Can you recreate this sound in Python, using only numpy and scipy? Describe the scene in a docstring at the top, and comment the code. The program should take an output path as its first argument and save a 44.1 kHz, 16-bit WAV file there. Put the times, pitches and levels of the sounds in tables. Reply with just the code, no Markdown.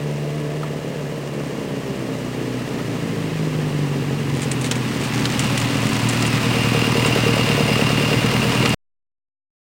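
"""Chopper rolling up a park lane.

A four-cylinder bike nears over dry leaves and twigs, then idles close by until the sound is cut.
Uneven firings ring the open pipes and echo from the trees; at idle one header honks once a cycle.
Valve gear and chain clatter ring the engine cases as it comes close. A faint breeze rumbles."""
import sys
import numpy as np
from scipy import signal
from scipy.fft import rfft, irfft
from scipy.io import wavfile
from scipy.ndimage import uniform_filter1d, map_coordinates

SR = 44100
rng = np.random.default_rng(int(sys.argv[2]) if len(sys.argv) > 2 else 0)


def int16_out(signal):
    """Quantize to a 16-bit WAV file."""
    q = np.round(np.clip(np.atleast_2d(signal).T, -1, 1) * 32767)
    wavfile.write(sys.argv[1], SR, q.astype(np.int16))


N = 426006
TIME_S = np.arange(N) / SR
BINS_HZ = np.maximum(np.fft.rfftfreq(8192, 1 / SR), 1)

# air rumble: freq_hz, density_db
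BREEZE_SPECTRUM = [(12, -17.5), (40, -7), (90, 2), (200, -25.5), (800, -52)]
# leaves under the tyres: time_s, level_db
LEAF_LEVEL = [(4.25, -51), (4.42, -33), (4.68, -76), (4.9, -39.5), (5.25, -35), (5.6, -38.5), (6.3, -32),
              (6.6, -69)]
# twigs and leaves snapping: start_s, level_db, decay_s, crisp_share
SNAPS = [(4.4176, -24, .009, 0.4), (4.43, -24, 0.012, 0.35), (4.514, -19, 0.01, 0.48),
         (4.612, -24, .01, 0.5), (4.6422, -22.5, 0.013, 0.1), (4.6594, -23.5, .012, .3),
         (4.712, -15.5, 0.0079, 0.1), (4.7547, -26.5, 0.014, 0.2), (5.035, -25.5, 0.013, 0.3),
         (5.393, -16, 0.01, 0.3), (5.442, -22, 0.0051, .2), (5.575, -17, .01, 0.3),
         (5.601, -17.5, 0.0027, 0.5), (5.615, -25, 0.0064, 0), (5.8657, -26, 0.01, 0.3),
         (5.9315, -25, 0.0073, 0.3), (6.0878, -18, 0.01, 0.86), (6.2633, -21, 0.014, 0.6),
         (7.06, -21, .012, 0.4), (8.692, -12.5, 0.0025, 0.76)]
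# breaking wood and leaves: freq_hz, density_db
TWIG_SPECTRUM = [(700, -20.5), (2000, 7), (4500, 0.5), (6500, 1), (9500, -2.5), (10800, -18.5),
                 (16000, -11.5)]
# gearbox and frame knocks: start_s, level_db, decay_s, bright_share
KNOCKS = [(0.631, -25, 0.007, 0.12), (2.79, -26.5, 0.014, .01), (4.712, -20.5, 0.012, 0.5),
          (4.7212, -16, 0.0018, 0.6), (5.255, -12, 0.0034, 0.75), (5.292, -14, 0.0014, 0.3),
          (8.6575, -9, 0.0035, 0.55), (8.6612, -10, 0.0016, 0.4)]
# dull part of a knock: freq_hz, density_db
KNOCK_SPECTRUM = [(200, -11), (700, 7), (970, 22.5), (1090, 9.5), (1260, 25.5), (1550, 6.5), (3500, -11.5),
                  (6000, -21), (12000, -16.5)]
# engine clatter, far and near: freq_hz, density_db
FAR_CLATTER_SPECTRUM = [(410, -12.5), (700, -4), (830, -1.5), (958, -5), (1120, -2.5), (1500, -9),
                        (1710, -3.5), (2300, -7.5), (2840, -7), (3500, -13), (8420, -20), (9600, -23),
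                        (10900, -28.5), (15200, -27), (16000, -27)]
NEAR_CLATTER_SPECTRUM = [(300, -12), (600, 1.5), (800, 1), (1200, 3.5), (1550, 0), (2100, 1.5), (2650, 3.5),
                         (3200, -2), (5000, -5.5), (6500, -11.5), (9500, -12.5), (10600, -22.5),
                         (13500, -21.5), (15500, -19)]
# finned engine case, side covers: freq_hz, width_hz, gain_db
CASE_MODES = [(1185, 60, -9), (2085, 55, -9), (2530, 45, -5), (2735, 70, -6), (2798, 30, 2), (2880, 25, -6),
              (3017, 30, -10), (4985, 45, -8), (7350, 70, -20), (9280, 70, -20), (14900, 40, -16)]
COVER_MODES = [(760, 38, -8), (838, 22, 0.5), (989, 27, 3.5), (1120, 20, -3.5), (1986, 52, -4)]
# singing fins: pitch_hz, level_db
FIN_TONES = [(2798, 1.5), (4987, -15), (14900, -21)]
# upper pipe resonances: freq_hz, width_hz, gain_db
OVERTONE_MODES = [(445, 65, -5.5), (585, 83, -1.5), (667, 50, -7.5)]
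# pipe overtones: time_s, level_db
OVERTONE_LEVEL = [(0, -35), (.65, -33.5), (.8, -40), (1.0, -37.5), (2.4, -39.5), (3.4, -44), (4.5, -60)]
# honking header: freq_hz, width_hz, gain_db
HONK_MODES = [(464.8, 19, -3), (398, 51, -12), (560, 80, -16.5), (680, 100, -22)]
# its puffs in one engine cycle: offset_firings, level_db
HONK_PUFFS = [(1.1, -12), (2.07, 0), (2.5, -4.5), (3.1, -3)]
# pipes from afar and from the side: freq_hz, width_hz, gain_db
FAR_PIPE_MODES = [(55, 110, -35), (127.5, 20, 15.5), (153, 21, 14.5), (263, 47, -18.5), (323, 160, -22.5),
                  (453, 120, -2), (578.6, 35, -14.5), (673, 29, -17.5), (961, 77, -26.5)]
NEAR_PIPE_MODES = [(38, 24, -27.5), (78, 50, -37.5), (117, 19, -4.5), (146, 15, -1), (184, 24, -10),
                   (216, 28, -7), (246, 30, -9.5), (283, 24, -8.5), (350, 24, -19), (390, 36, -15),
                   (475, 110, -15), (555, 60, -17.5), (680, 170, -21)]
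# cylinders in firing order:
# idle_boom_db, idle_body_db, idle_bark_db, idle_late_s, coast_db, coast_late_s, header_round_trip_s
CYLINDERS = [(-4, 6, -6, -.0004, 5, .0001, .0042), (8.5, 4.5, 5, .0028, -10.5, -.0005, .00335),
             (-4.5, 2.5, -7.5, .0018, 6.5, .0016, .0021), (4, -6, -5.5, .0008, -1.5, .0009, 0.0039)]
# engine speed: time_s, firing_hz
FIRING_RATE = [(0.0, 73.3), (.28, 73.4), (.37, 75.3), (.44, 73), (.61, 76.2), (.8, 71), (.9, 71),
               (1.0, 73.5), (1.12, 71), (1.45, 69.2), (1.6, 65.21), (2.09, 61.98), (2.59, 60.75),
               (2.98, 55.93), (4.07, 46.24), (4.35, 46.66), (4.53, 42.17), (5.26, 39.88), (5.92, 40.57),
               (6.03, 38.94), (7.37, 38.81), (7.53, 36.75), (8.75, 39.21)]
# approach: time_s, nearness (0-1)
APPROACH = [(0, 0.01), (1.2, 0), (2.8, 0.21), (4.2, 0.28), (4.9, 0.51), (5.4, 0.78), (6.1, 0.85),
            (6.5, 0.95), (7.1, .99), (8.7, 0.97)]
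# throttle: time_s, coasting (1 = shut)
COASTING = [(0, 0.27), (.68, 0.41), (.78, 1), (1.3, 0.58), (1.55, 1), (2.85, 0.68), (3.3, 0.48),
            (4.4, 0.21), (4.95, 0.72), (5.8, 0.6)]

# levels over the approach: far_db, near_db, nearness_power
THUD_LEVEL, BOOM_LEVEL = (-49, -38.5, 0.89), (-30, -16.5, 0.64)
BODY_LEVEL, BARK_LEVEL = (-35.5, -25.5, 0.17), (-33, -27.5, 22)
HONK_LEVEL, CLATTER_LEVEL = (-47.5, -24.5, 6.5), (-41, -26.5, 1.0)
ECHO_LEVEL = (-1.2, -3.8, 17)  # relative to the pipes
RING_LEVEL = (-12.5, 1.5, 7.1)  # cases, relative to CLATTER_LEVEL


def undb(db):
    """Decibels to gain."""
    return 10 ** (np.asarray(db) / 20)


def curve(table):
    """A (time_s, value) table, sample by sample."""
    return np.interp(TIME_S, *np.transpose(table))


def approach_db(level, near):
    """Level at a nearness; a high power arrives late."""
    far_db, near_db, power = level
    return far_db + (near_db - far_db) * near ** power


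def unit(x):
    """Scale to rms 1."""
    return x / np.sqrt(np.mean(x ** 2))


def steady(x, span_s=.21):
    """Hold the slow level at 1, keep the throb."""
    span = int(span_s * SR)
    return x / np.sqrt(uniform_filter1d(uniform_filter1d(x ** 2, span), span) + 1e-12)


def wander(rate_hz):
    """Random straight-line drift, spread near 1."""
    return np.interp(TIME_S * rate_hz, np.arange(600), rng.standard_normal(600))


def slope(spectrum):
    """Gain per bin from (freq_hz, density_db) points."""
    hz, db = np.transpose(spectrum)
    return undb(np.interp(np.log(BINS_HZ), np.log(hz), db))


def resonances(modes):
    """Gain per bin of resonant peaks."""
    return sum(undb(db) / (1 + (2 * (BINS_HZ - hz) / width_hz) ** 2) for hz, width_hz, db in modes)


def colour(x, gain):
    """Minimum-phase filter of unit power, shaped by a gain per bin."""
    cepstrum = irfft(np.log(gain))
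    cepstrum[1:len(gain) - 1] *= 2
    cepstrum[len(gain):] = 0
    response = irfft(np.exp(rfft(cepstrum)))
    return signal.oaconvolve(x, response / np.linalg.norm(response))[:N]


def band(x, low_hz, high_hz):
    """Second-order band-pass."""
    return signal.sosfilt(signal.butter(2, [low_hz, high_hz], "band", fs=SR, output="sos"), x)


def below(x, hz):
    """Zero-phase low-pass."""
    return signal.sosfiltfilt(signal.butter(6, hz, fs=SR, output="sos"), x)


def decaying(x, decay_s):
    """Give each impulse an exponential tail."""
    return signal.lfilter([1], [1, -np.exp(-1 / (decay_s * SR))], x)


def clicks(times_s, sizes):
    """One impulse at each time."""
    return np.bincount(np.clip(times_s * SR, 0, N - 1).astype(int), sizes, N)


def burst(start_s, decay_s, grain_db=4):
    """Grainy noise: instant attack, exponential decay."""
    age_s = np.arange(SR // 5) / SR
    noise, grain = rng.standard_normal((len(age_s), 2)).T
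    grains = unit(noise * undb(grain_db * grain)) * np.exp(-age_s / decay_s)
    return np.pad(grains, (int(start_s * SR), N))[:N]


def breeze(near, level_db=-57, stirred_db=8):
    """Air rumbles faintly, more with the bike close."""
    return undb(level_db + stirred_db * near) * colour(rng.standard_normal(N), slope(BREEZE_SPECTRUM))


def leaves_and_twigs(crumbs_per_s=250, fibres_per_s=900, fibre_db=5, snap_gain_db=1, crisp_gain_db=4):
    """Leaves crumble and twigs crack under tyres and boots, fibre by fibre; thin ones snap higher."""
    chance, size = rng.random((N, 2)).T
    crumbs = (chance < crumbs_per_s / SR) * undb(-3 * np.log(size + 0.015))
    crumble = unit(signal.lfilter([1], [1, -.97], crumbs) * rng.standard_normal(N))
    leaves = undb(curve(LEAF_LEVEL)) * crumble
    fibres = unit(undb(fibre_db * rng.uniform(-1, 1, N))[(TIME_S * fibres_per_s).astype(int)])
    woody, thin = 0, 0
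    for start_s, level_db, decay_s, crisp in SNAPS:
        snap = undb(level_db + snap_gain_db) * fibres * burst(start_s, decay_s)
        woody += (1 - crisp) * snap
        thin += crisp * snap
    return colour(woody + leaves, slope(TWIG_SPECTRUM)) + undb(crisp_gain_db) * band(thin, 6000, 9400)


def knocks(sharp_gain_db=11):
    """Gearbox and frame clunk; harder blows ring higher."""
    dull, sharp = 0, 0
    for start_s, level_db, decay_s, bright in KNOCKS:
        blow = undb(level_db) * burst(start_s, decay_s)
        dull += (1 - bright) * blow
        sharp += bright * blow
    return colour(dull, slope(KNOCK_SPECTRUM)) + undb(sharp_gain_db) * band(sharp, 1500, 4500)


def metal_ring(shaking, modes):
    """Each mode rings on its own noise, scaled by the shaking."""
    ring = 0
    for hz, width_hz, db in modes:
        resonator = signal.iirpeak(hz, hz / width_hz, SR)
        ring += undb(db) * signal.lfilter(*resonator, shaking * rng.standard_normal(N))
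    return ring


def fin_whine(shaking, clock_s, smooth_s=.009, slip_rad=1.0, slip_rate_hz=25):
    """Lightly damped fins sing on between taps and flicker with each."""
    flicker = unit(uniform_filter1d(shaking, int(smooth_s * SR)))
    return flicker * sum(undb(db) * np.sin(2 * np.pi * hz * clock_s + slip_rad * wander(slip_rate_hz))
                         for hz, db in FIN_TONES)


def engine_cases(shaking, drift_s=.00015, drift_rate_hz=5):
    """Shaken cases and fins ring, wavering slightly in pitch."""
    clock_s = TIME_S + drift_s * wander(drift_rate_hz)
    ring = map_coordinates(metal_ring(shaking, CASE_MODES), [clock_s * SR], mode="mirror")
    return unit(ring) + fin_whine(shaking, clock_s)


def tappets(firings, offset_firings=.72, jitter_s=0.0016, scatter_db=4, decay_s=0.0028):
    """Envelope of the valve gear: one tap per firing."""
    times_s = np.interp(np.arange(int(firings[-1])) + offset_firings, firings, TIME_S)
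    timing, force = rng.uniform(-0.87, 1, (len(times_s), 2)).T
    taps = clicks(times_s + jitter_s * timing, undb(scatter_db * force))
    return unit(decaying(taps, decay_s))


def clatter(firings, near, swell_db=0.62, swell_peak_cycles=.6, links_per_s=800, link_db=1.5):
    """Tappets tick over chain and gear rattle that swells once a cycle; cases and covers ring along."""
    taps = tappets(firings)
    swell = undb(swell_db * np.cos(2 * np.pi * (firings / len(CYLINDERS) - swell_peak_cycles)))
    links = undb(link_db * rng.standard_normal(N))[(TIME_S * links_per_s).astype(int)]
    chain = unit(swell * links)
    drive = np.hypot(chain, undb(-9) * taps) * rng.standard_normal(N)
    far_rattle = undb(3.5) * unit(colour(swell * rng.standard_normal(N), slope(FAR_CLATTER_SPECTRUM)))
    near_rattle = undb(3) * unit(colour(drive, slope(NEAR_CLATTER_SPECTRUM)))
    rattle = np.sqrt(1 - near) * far_rattle + np.sqrt(near) * near_rattle
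    shaking = np.hypot(taps, undb(-6) * chain)
    cases = undb(approach_db(RING_LEVEL, near)) * unit(engine_cases(shaking))
    covers = undb(-9) * unit(metal_ring(shaking, COVER_MODES))
    return undb(approach_db(CLATTER_LEVEL, near)) * (rattle + cases + covers)


def pipe_overtones(firings, firing_hz):
    """Upper firing harmonics sing as they glide through the pipe resonances."""
    gain = resonances(OVERTONE_MODES)
    tone = sum(np.interp(k * firing_hz, BINS_HZ, gain) * np.sin(2 * np.pi * k * firings)
               for k in range(5, 14))
    return undb(curve(OVERTONE_LEVEL)) * tone


def header_honk(firings, near, scatter_db=1.5, jitter_s=0.0006):
    """One header honks in a short run of puffs each engine cycle: the lope of the idle."""
    cycle_starts = np.arange(0, firings[-1], len(CYLINDERS))
    puffs = 0
    for offset_firings, level_db in HONK_PUFFS:
        timing, force = rng.standard_normal((len(cycle_starts), 2)).T
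        times_s = np.interp(cycle_starts + offset_firings, firings, TIME_S) + jitter_s * timing
        puffs += clicks(times_s, undb(level_db + scatter_db * force))
    return undb(approach_db(HONK_LEVEL, near)) * steady(colour(puffs, resonances(HONK_MODES)))


def tree_echo(x, near, t60_s=1.0, gap_s=0.006, paths=4, far_fade_hz=4):
    """Ground and trunks scatter the sound; paths fade in and out as the bike travels."""
    travel_cycles = np.cumsum(far_fade_hz * (1 - near ** 2)) / SR
    age_s = np.arange(SR) / SR
    onset = np.clip(age_s / gap_s - 1, 0, 1)
    tails = rng.standard_normal((paths, SR)) * undb(-60 * age_s / t60_s) * onset
    echo = 0
    for k, tail in enumerate(tails):
        fade = np.cos(2 * np.pi * travel_cycles * (k + 1) / paths + k)
        echo += fade * signal.oaconvolve(x, tail / np.linalg.norm(tail))[:N]
    return np.sqrt(2 / paths) * echo


def gas_rush(fronts, share, decay_s):
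    """A puff of turbulent gas follows each pressure front."""
    return fronts + share * rng.standard_normal(N) * decaying(abs(fronts), decay_s)


def pressure_fronts(firings, idle, coast, jitter_s=0.0001, rough_jitter_s=0.00024, bark_scatter_db=0.74):
    """Boom, body and bark impulses per firing; off the throttle the cylinders fire unequally."""
    number = np.arange(1, int(firings[-1]))
    times_s = np.interp(number, firings, TIME_S)
    idle, coast = np.interp(times_s, TIME_S, idle), np.interp(times_s, TIME_S, coast)
    cylinder = np.array(CYLINDERS)[(number - 1) % len(CYLINDERS)]
    *idle_bands_db, idle_late_s, coast_db, coast_late_s, round_trip_s = cylinder.T
    timing, burn, edge = rng.standard_normal((len(number), 3)).T
    spread_s = jitter_s + np.maximum(idle, 0.7 * coast) * rough_jitter_s
    times_s = times_s + idle * idle_late_s + coast * coast_late_s + spread_s * timing
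    unrest = np.sqrt(0.053 + idle + 0.69 * coast)
    burn_db = coast * coast_db + unrest * burn
    fronts = []
    for idle_db, edge_share in zip(idle_bands_db, (0, .5, 1)):
        size = undb(burn_db + idle * idle_db + edge_share * bark_scatter_db * edge)
        reflection = clicks(times_s + round_trip_s, 0.3 * unrest * size)
        fronts.append(clicks(times_s, size) - reflection)  # inverted at the header's end
    return fronts


def firing_pulses(firings, idle, coast):
    """Fronts plus gas, joined across three bands; at idle the gas leaves slowly and chugs merge."""
    boom, body, bark = pressure_fronts(firings, idle, coast)
    boom = gas_rush(boom, share=0.015 * idle, decay_s=0.014)
    body = gas_rush(body, share=0.015 * idle, decay_s=0.014)
    bark = gas_rush(bark, share=0.028 + 0.022 * idle, decay_s=0.011)
    return below(boom - body, hz=185) + below(body - bark, hz=350) + bark


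def pipes(pulses, firing_hz, near, rasp_db_per_hz=0.24, rasp_pivot_hz=58.4, low_cut_hz=26):
    """Open pipes ring: raspier with speed from the front, changing voice as the bike turns side-on."""
    low_cut = BINS_HZ ** 2 / (BINS_HZ ** 2 + low_cut_hz ** 2)
    far_voice = colour(pulses, low_cut * resonances(FAR_PIPE_MODES))
    near_voice = colour(pulses, low_cut * resonances(NEAR_PIPE_MODES))
    side_on = near ** 1.6
    voice = (1 - side_on) * far_voice + side_on * near_voice
    rasp_db = rasp_db_per_hz * (firing_hz - rasp_pivot_hz) * (1 - near ** 3.7)
    treble = voice - below(voice, hz=540)
    return voice + (undb(rasp_db) - 1) * treble


def boom_swell_db(firing_hz, pipe_hz=147.4, width_hz=8.5, peak_db=4):
    """The boom swells when firing harmonic 2 or 3 meets the pipes' note."""
    return peak_db * sum(np.exp(-((k * firing_hz - pipe_hz) / width_hz) ** 2) for k in (2, 3))


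def exhaust(firings, firing_hz, near, idle, coast, coast_boom_db=-8, coast_echo_db=2):
    """Firings ring the pipes and echo; thud, boom, body and bark bands are levelled separately."""
    voice = pipes(firing_pulses(firings, idle, coast), firing_hz, near)
    # under throttle most bass stays clear of the echo
    clear_share = (0.78 * (1 - idle) + .62 * idle) * (1 - coast ** 3)
    echo = tree_echo(voice - clear_share * below(voice, hz=200), near)
    voice = voice + undb(approach_db(ECHO_LEVEL, near) + coast_echo_db * coast) * echo
    sub, bass, lows = (below(voice, hz) for hz in (85, 190, 330))
    boom_db = approach_db(BOOM_LEVEL, near) + boom_swell_db(firing_hz) + coast_boom_db * coast
    thud = undb(approach_db(THUD_LEVEL, near)) * steady(sub)
    boom = undb(boom_db) * steady(bass - sub)
    body = undb(approach_db(BODY_LEVEL, near)) * steady(lows - bass)
    bark = undb(approach_db(BARK_LEVEL, near)) * steady(voice - lows)
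    return thud + boom + body + bark


def crankshaft(firing_hz, idle, start_firings=.68, hunt_firings=.045, hunt_rate_hz=5):
    """Running count of firings; the crank hunts ahead and behind, more at idle."""
    hunt = hunt_firings * wander(hunt_rate_hz) * (1 + idle) / 2
    return start_firings + np.cumsum(firing_hz) / SR + hunt


def scene(idle_below_hz=45.93, idle_spread_hz=2.2):
    """The crankshaft times exhaust and clatter; speed, throttle and nearness set their levels."""
    firing_hz = curve(FIRING_RATE)
    near, coast = np.clip([curve(APPROACH), curve(COASTING)], 0, 1)
    idle = 1 / (1 + np.exp((firing_hz - idle_below_hz) / idle_spread_hz))
    firings = crankshaft(firing_hz, idle)
    bike = exhaust(firings, firing_hz, near, idle, coast) + pipe_overtones(firings, firing_hz)
    bike += header_honk(firings, near) + clatter(firings, near) + knocks()
    return (bike + leaves_and_twigs() + breeze(near))[None]


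def record(dry, stop_s=8.745, dc_block_hz=.8, top_hz=15850):
    """Dead stop, DC block, steep low-pass."""
    dc_block = signal.butter(1, dc_block_hz, "high", fs=SR, output="sos")
    low_pass = signal.ellip(10, .2, 80, top_hz, fs=SR, output="sos")
    return signal.sosfilt(low_pass, signal.sosfilt(dc_block, dry * (TIME_S < stop_s)))


dry = scene()
out = record(dry)
int16_out(out)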